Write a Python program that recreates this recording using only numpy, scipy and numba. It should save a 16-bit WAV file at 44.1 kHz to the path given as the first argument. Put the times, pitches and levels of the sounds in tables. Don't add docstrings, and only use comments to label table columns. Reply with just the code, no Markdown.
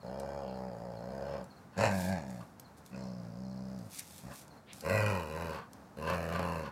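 import sys
import numpy as np
from scipy import signal
from scipy.fft import rfft, irfft, next_fast_len
from scipy.io import wavfile
from scipy.ndimage import uniform_filter1d
from numba import njit

SR = 44100
rng = np.random.default_rng(int(sys.argv[2]) if len(sys.argv) > 2 else 0)


def wav_record(signal):
    frames = np.transpose(np.atleast_2d(signal))
    bounded = np.clip(frames, -1, 1)
    quanta = np.round(bounded * 32767).astype(np.int16)
    wavfile.write(sys.argv[1], SR, quanta)


N = 296263
T = np.arange(N) / SR
TOP_HZ = 15900

# centre_hz [Hz], width_hz [Hz], level_db [dB]
LIPS_SHUT = [(601, 83, -6), (1495, 93, -28.5), (2340, 110, -41), (3250, 47, -29), (4600, 280, -15.5),
             (5020, 150, -9), (6500, 330, -20.5)]
HALF_BARK = [(610, 90, 14), (840, 70, 7), (1690, 110, 9), (2400, 60, -3), (4300, 280, -13),
             (5200, 180, -13), (6600, 200, -7)]
HEAD_DOWN = [(588, 100, -7), (2440, 64, -37), (4350, 35, -27), (4940, 550, -20)]
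TEETH_BARED = [(518, 150, -2.5), (1050, 70, 0.5), (1490, 500, -4), (2683, 420, -3.5), (4020, 48, -2),
               (4440, 100, -9), (4800, 97, -27)]
# centre_s [s], half_length_s [s], air_db [dB], push_db on the voice [dB]
GUSTS = [(1.321, 0.086, -55.5, 0.5), (1.829, 0.072, -50, 7.5), (2.413, 0.0067, -48, -6),
         (3.032, .14, -66, 4.5), (4.321, 0.012, -50, 9), (4.887, 0.074, -64, 5), (5.57, 0.063, -48.5, 3),
         (6.102, 0.045, -38, 4.5), (6.378, 0.073, -44.5, 0.5), (6.662, 0.029, -47, -4.5)]


def undb(db):
    return 10 ** (np.asarray(db) / 20)


def curves(table, t):
    s, *columns = np.transpose(table)
    return [np.interp(t, s, column) for column in columns]


def unit(x):
    return x / np.sqrt(np.mean(x ** 2) + 1e-20)


def steady(x, hold_s=0.043):
    size = int(hold_s * SR)
    power = uniform_filter1d(uniform_filter1d(x ** 2, size), size // 2)
    return x / np.sqrt(np.abs(power) + 1e-4 * np.mean(x ** 2))


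def band(x, lo_hz, hi_hz, order=3):
    edges_hz = [lo_hz, min(hi_hz, SR / 2 - 1000)]
    return signal.sosfilt(signal.butter(order, edges_hz, "band", fs=SR, output="sos"), x)


@njit
def ring(x, hz, width_hz):
    y, b, low = np.empty(len(x)), 0., 0.
    for i in range(len(x)):
        g, k = np.tan(np.pi * hz[i] / SR), width_hz / hz[i]
        v = (b + g * (x[i] - low)) / (1 + g * (g + k))
        b, low, y[i] = 2 * v - b, low + 2 * g * v, k * v
    return y


def noise(spectrum):
    hz, db = np.transpose(spectrum)
    size = next_fast_len(N, True)
    bin_hz = np.fft.rfftfreq(size, 1 / SR)
    gain = undb(np.interp(np.log(bin_hz + 1), np.log(hz), db))
    return unit(irfft(rfft(rng.standard_normal(size)) * gain, size)[:N])


def walk(count, per_s):
    knots = rng.standard_normal(N // 20)
    return np.interp(T[:count] * per_s, np.arange(len(knots)), knots)


def swell(s, rise_s, fall_s):
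    out, near = np.zeros(N), np.abs(T - s) < .5
    t = T[near] - s
    side_s = np.where(t < 0, rise_s, fall_s)
    out[near] = np.exp(-np.minimum((t / side_s) ** 2, 20))
    return out


def envelope(t, attack_s, release_s):
    ramp = np.clip(np.minimum((t - t[0]) / attack_s, (t[-1] - t) / release_s), 0, 1)
    return np.sin(np.pi / 2 * ramp) ** 2


def cricket(db=-64, start_hz=4560, glide_hz=620, stroke_s=0.0313, gap_s=.061, fade_db=2,
            echo_s=0.018, echo_db=-9):
    # start_s [s], wing strokes [count]
    chirps = [(0.0, 2), (.481, 2), (.96, 3), (1.499, 2), (2.64, 1), (3.01, 2), (3.44, 3), (4.501, 2)]
    t = T[:int(stroke_s * SR)]
    whistle_hz = start_hz - glide_hz * t / stroke_s
    stroke = signal.windows.tukey(len(t), .5) * np.sin(2 * np.pi * np.cumsum(whistle_hz) / SR)
    out = np.zeros(N)
    for s, strokes in chirps:
        for k in range(round(strokes)):
            start = max(int((s + k * gap_s) * SR), 0)
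            stroke_db = db - k * fade_db + 4.4 * walk(len(t), 380)
            out[start:start + len(t)] += undb(stroke_db) * stroke
    return out + undb(echo_db) * np.interp(T - echo_s, T, out, left=0)


def night(level_db=-55.5, waver_db=1.5):
    # freq_hz [Hz], density_db [dB per Hz]
    night_colour = [(20, -45), (35, -16), (75, -1.5), (180, 4), (260, -0.5), (360, -7.5), (800, -6.5),
                    (1500, -13), (2000, -20.5), (3200, -29.5), (4500, -27), (9000, -32.5), (16000, -37.5)]
    return noise(night_colour) * undb(level_db + waver_db * walk(N, 16.0))


def folds(pitch_hz, rough, jitter=0.061, shimmer_db=5.0, puff_db=2.6, rise_s=0.0022, fall_s=0.0031,
          air_leak=.17):
    cycles = np.cumsum(pitch_hz) / SR
    chance = rng.standard_normal((400, 3))
    cycles = cycles + 1 + jitter * rough * np.interp(cycles, np.arange(len(chance)), chance[:, 0])
    beat = np.round(cycles).astype(int)
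    since_s = (cycles - beat) / pitch_hz
    size = undb(shimmer_db * rough * chance[beat, 1])
    pulses = np.diff(np.floor(cycles), prepend=np.floor(cycles[0])) * size
    puff = np.where(since_s < 0, np.exp(-(since_s / rise_s) ** 2), np.exp(-since_s / fall_s))
    leak = air_leak * (0.36 + rough)
    gate = size * undb(puff_db * chance[beat, 2]) * puff + leak
    return cycles % 1, unit(pulses), unit(gate * rng.standard_normal(N)[:len(cycles)])


def chest(phase, pitch_hz, fundamental_db, overtones_db, count=5):
    # freq_hz [Hz], level_db [dB]
    chest_response = [(55, -62), (70, -56.5), (84, -51.3), (105, -42.7), (125, -51), (145, -53.5),
                      (170, -48.3), (190, -45), (212, -54), (245, -56.5), (275, -62.5), (370, -70)]
    hz, db = np.transpose(chest_response)
    harmonics = []
    for k in range(1, count + 1):
        level_db = np.interp(np.log(k * pitch_hz), np.log(hz), db)
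        harmonics.append(np.sqrt(2) * undb(level_db) * np.sin(2 * np.pi * k * phase))
    return undb(fundamental_db) * harmonics[0] + undb(overtones_db) * sum(harmonics[1:])


def airway(x, resonances, lag_ms, damping_hz=20, quiver=0, flutter_db=3.0, bounce=0.35):
    out = 0
    for hz, width_hz, db in resonances:
        centre_hz = hz * (1 + quiver * walk(len(x), 9.26))
        gain = undb(db + flutter_db * walk(len(x), 10.83))
        out = out + gain * ring(x, centre_hz, float(width_hz + damping_hz))
    t = T[:len(x)]
    return out + bounce * np.interp(t - lag_ms / 10 ** 3, t, out, left=0)


def jaws(x, resonances, gape, lag_ms, **options):
    # centre_hz [Hz], width_hz [Hz], level_db [dB]
    snarl = [(544, 97, 4), (960, 130, -2), (1383, 150, -4), (1860, 70, -3), (2460, 140, -2),
             (4340, 300, -10), (4900, 240, -15), (6900, 600, -17)]
    shut = unit(airway(x, resonances, lag_ms, **options))
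    wide = unit(airway(x, snarl, lag_ms, **options))
    return np.sqrt(1 - gape) * shut + np.sqrt(gape) * wide


def growl(spell, pitch, posture, nose_db=-46, throat_rasp=3.4, mouth_rasp=5.6, least_rasp=0.05, sway=0.072):
    # widest_s [s], half_length_s [s], mouth_db [dB]
    gapes = [(1.836, 0.058, -1), (2.938, 0.055, 17.5), (4.944, 0.21, 2.5)]
    # centre_hz [Hz], width_hz [Hz], level_db [dB]
    tooth_gaps = [(10840, 2190, 1), (13300, 5700, -3)]
    easy_hz = 70
    rough_per_octave, gust_rough, edge_rough = .25, .25, .3
    chest_db_per_octave, throat_db_per_octave, mouth_db_per_octave = 15, 19.5, 8.5
    start_s, end_s, attack_s, release_s, throat_db, fundamental_db, overtones_db, calm_rough = spell
    resonances, mouth_db, hiss_db, teeth_db, bounce_ms = posture

    on = (T >= start_s) & (T <= end_s)
    pitch_hz, = curves(pitch, T[on])
    effort = np.log2(pitch_hz / easy_hz)
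    strain = np.maximum(effort, 0)
    flow = envelope(T[on], attack_s, release_s)
    surges = [(swell(s, length_s, length_s)[on], push_db) for s, length_s, _, push_db in GUSTS]
    openings = [(swell(s, length_s, length_s)[on], open_db) for s, length_s, open_db in gapes]
    gape = np.clip(sum(opening for opening, _ in openings), 0, 1)
    tear = gust_rough * sum(surge for surge, _ in surges) + edge_rough * (1 - flow)
    rough = np.clip(calm_rough + rough_per_octave * strain + tear, 0, 1)
    lag_ms = bounce_ms * (1 + sway * walk(on.sum(), 3.37))
    quiver = .016 + .06 * strain

    phase, pulses, puffs = folds(pitch_hz, rough)
    nose = rough * steady(band(band(puffs, 112.0, 254.7, order=2), 74, 395))
    throat_drive = pulses + throat_rasp * rough ** 2 * puffs
    throat_ring = jaws(throat_drive, resonances, gape, lag_ms, quiver=quiver, damping_hz=69.0)
    throat = steady(band(throat_ring, 352, 871))
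    mouth_drive = pulses + mouth_rasp * (rough + least_rasp) * puffs
    rasp = jaws(mouth_drive, resonances, gape, lag_ms, quiver=quiver)
    mouth = steady(band(rasp, 1048, 2785, order=5))
    hiss = steady(band(rasp, 3510, 8200, order=4))
    teeth = steady(band(airway(puffs, tooth_gaps, lag_ms), 6850, 15000, order=2))

    open_mouth_db = sum(opening * open_db for opening, open_db in openings)
    bright_db = mouth_db + mouth_db_per_octave * effort + open_mouth_db
    voice = throat + undb(bright_db) * mouth + undb(hiss_db) * (hiss + undb(teeth_db) * teeth)
    surge_db = sum(surge * push_db for surge, push_db in surges)
    voice_db = throat_db + throat_db_per_octave * effort + surge_db
    rumble = chest(phase, pitch_hz, fundamental_db, overtones_db) + undb(nose_db) * nose
    out = np.zeros(N)
    out[on] = flow * (undb(voice_db) * voice + undb(chest_db_per_octave * effort) * rumble)
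    return out


def ticks(crack_s=0.002, tail_db=-24):
    # start_s [s], level_db [dB], treble_db of the band near 12.7 kHz [dB]
    tick_hits = [(0.1986, -41, -10), (1.442, -52.5, -3), (2.304, -47.5, -6), (2.597, -42, 12),
                 (2.862, -47.5, 2), (3.7893, -48.5, -9.5), (3.917, -47, -1), (4.1807, -43.5, 0),
                 (4.48, -52.5, 0), (4.732, -38.5, -8), (4.808, -37, -3), (5.7326, -47, 7)]
    out = np.zeros(N)
    t = T[:SR // 8]
    decay = np.exp(-t / crack_s) + undb(tail_db) * np.exp(-t / (10 * crack_s))
    for s, db, treble_db in tick_hits:
        burst = rng.standard_normal(len(t)) * decay
        body = 1.48 * band(burst, 3770, 10300, order=2)
        treble = undb(treble_db) * band(burst, 12500, 13000, order=2)
        start = int(s * SR)
        out[start:start + len(t)] += undb(db) * (body + treble)
    return out


def gusts(throb_db=3):
    # centre_hz [Hz], width_hz [Hz], level_db [dB]
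    open_mouth = [(1075, 120, 2.5), (1474, 16, 1), (2620, 136, -12), (4310, 36, -10), (4330, 45, -42)]
    flow = sum(undb(db) * swell(s, length_s, length_s) for s, length_s, db, _ in GUSTS)
    air = rng.standard_normal(N)
    rush = sum(undb(db) * ring(air, np.full(N, float(hz)), float(width_hz + 50))
               for hz, width_hz, db in open_mouth)
    return flow * undb(throb_db * walk(N, 130)) * unit(band(rush, 530, 5000, order=2))


def paws(grain_db=3.5):
    # peak_s [s], rise_s [s], fall_s [s], level_db [dB]
    scuffs = [(2.03, 0.074, 0.056, -49), (2.34, 0.056, 0.11, -67), (2.781, 0.0076, 0.013, -63.5),
              (2.87, 0.016, 0.027, -66), (3.965, 0.032, 0.021, -48), (3.995, 0.0062, 0.0085, -40.5),
              (4.17, 0.19, 0.058, -57), (4.375, 0.05, 0.043, -54), (4.77, 0.025, 0.051, -57.5)]
    # freq_hz [Hz], density_db [dB per Hz]
    scuff_colour = [(880, -29), (1500, -13), (2250, -3), (3150, -6), (3450, -1.5), (9100, 0.5), (14200, -4),
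                    (16000, -19)]
    power = sum(undb(db) ** 2 * swell(s, rise_s, fall_s) for s, rise_s, fall_s, db in scuffs)
    return np.sqrt(power) * unit(undb(grain_db * walk(N, 700)) * noise(scuff_colour))


def sniff(s=4.705, length_s=0.027, db=-56):
    return undb(db) * swell(s, length_s, length_s) * unit(band(rng.standard_normal(N), 1800, 3900))


def patio(x, t60_s=0.19, wet_db=-10.0, first_s=0.005, low_cut_hz=330):
    t = T[:SR // 2]
    echoes = band(band(rng.standard_normal(len(t)), 250, 2500, order=1), low_cut_hz, TOP_HZ)
    tail = echoes * np.exp(-np.log(1000) * t / t60_s) * (t > first_s)
    return x + undb(wet_db) * signal.oaconvolve(x, tail / np.sqrt(np.sum(tail ** 2)))[:N]


def scene():
    # start_s [s], end_s [s], attack_s [s], release_s [s], throat_db at the easy pitch [dB],
    # fundamental_db [dB], chest overtones_db [dB], calm roughness [0-1]
    spells = [(0.014, 1.499, 0.031, .13, -43, 4, -0.5, 0.16),
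              (1.756, 2.475, 0.028, 0.08, -51, 0.5, 2.5, .14),
              (2.898, 3.922, 0.05, 0.078, -54, 1, 2.5, .05), (4.218, 4.38, 0.034, 0.14, -53, 6.5, 0, 0.48),
              (4.809, 5.661, 0.045, 0.15, -47.5, 2.5, -2, 0.15),
              (5.958, 6.73, 0.022, 0.049, -46.5, 3.5, 1, .21)]
    # time_s [s], pitch_hz [Hz]
    pitches = [
        [(0.04, 58.57), (0.164, 67.6), (0.376, 70.63), (0.494, 63.93), (0.668, 63.84), (0.77, 56.3),
         (0.864, 60.74), (0.978, 56.27), (1.142, 66.8), (1.34, 71.38), (1.48, 56.9)],
        [(1.755, 81.53), (1.841, 116.6), (1.889, 100.5), (2.026, 88.9), (2.125, 97.3), (2.24, 67.1),
         (2.46, 55.65)],
        [(2.9, 60.5), (2.974, 65.8), (3.33, 56.34), (3.405, 63.9), (3.762, 64.6), (3.9, 49)],
        [(4.22, 54.2), (4.282, 69.4), (4.39, 53.6)],
        [(4.83, 71.8), (4.957, 106.5), (5.088, 104.1), (5.267, 74.3), (5.43, 85.7), (5.552, 74.6), (5.65, 55)],
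        [(5.97, 70.85), (6.12, 87.2), (6.272, 81.65), (6.378, 88.34), (6.575, 82.54), (6.718, 63.65)],
    ]
    # resonances, mouth_db and hiss_db relative to the throat [dB],
    # teeth_db relative to that hiss [dB], mean lag of the bounce off the tiles bounce_ms [ms]
    stances = [(LIPS_SHUT, -15.5, -23, -12, 2.136), (HALF_BARK, -10, -13, -14, 1.365),
               (HEAD_DOWN, -20.5, -11.5, -18.5, 1.8), (HALF_BARK, -7.5, -11, -12, 1.42),
               (TEETH_BARED, -10.5, -16.5, -4.2, 2.07), (TEETH_BARED, -10, -18.5, -3.5, 1.966)]
    voice = sum(growl(*spell) for spell in zip(spells, pitches, stances))
    near = voice + gusts() + paws() + ticks() + sniff() + cricket()
    return (patio(near) + night())[None]


def record(dry):
    thin = signal.sosfilt(signal.butter(4, 56, "high", fs=SR, output="sos"), dry)
    return signal.sosfilt(signal.ellip(10, .2, 70, TOP_HZ, fs=SR, output="sos"), thin)


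dry = scene()
out = record(dry)
wav_record(out)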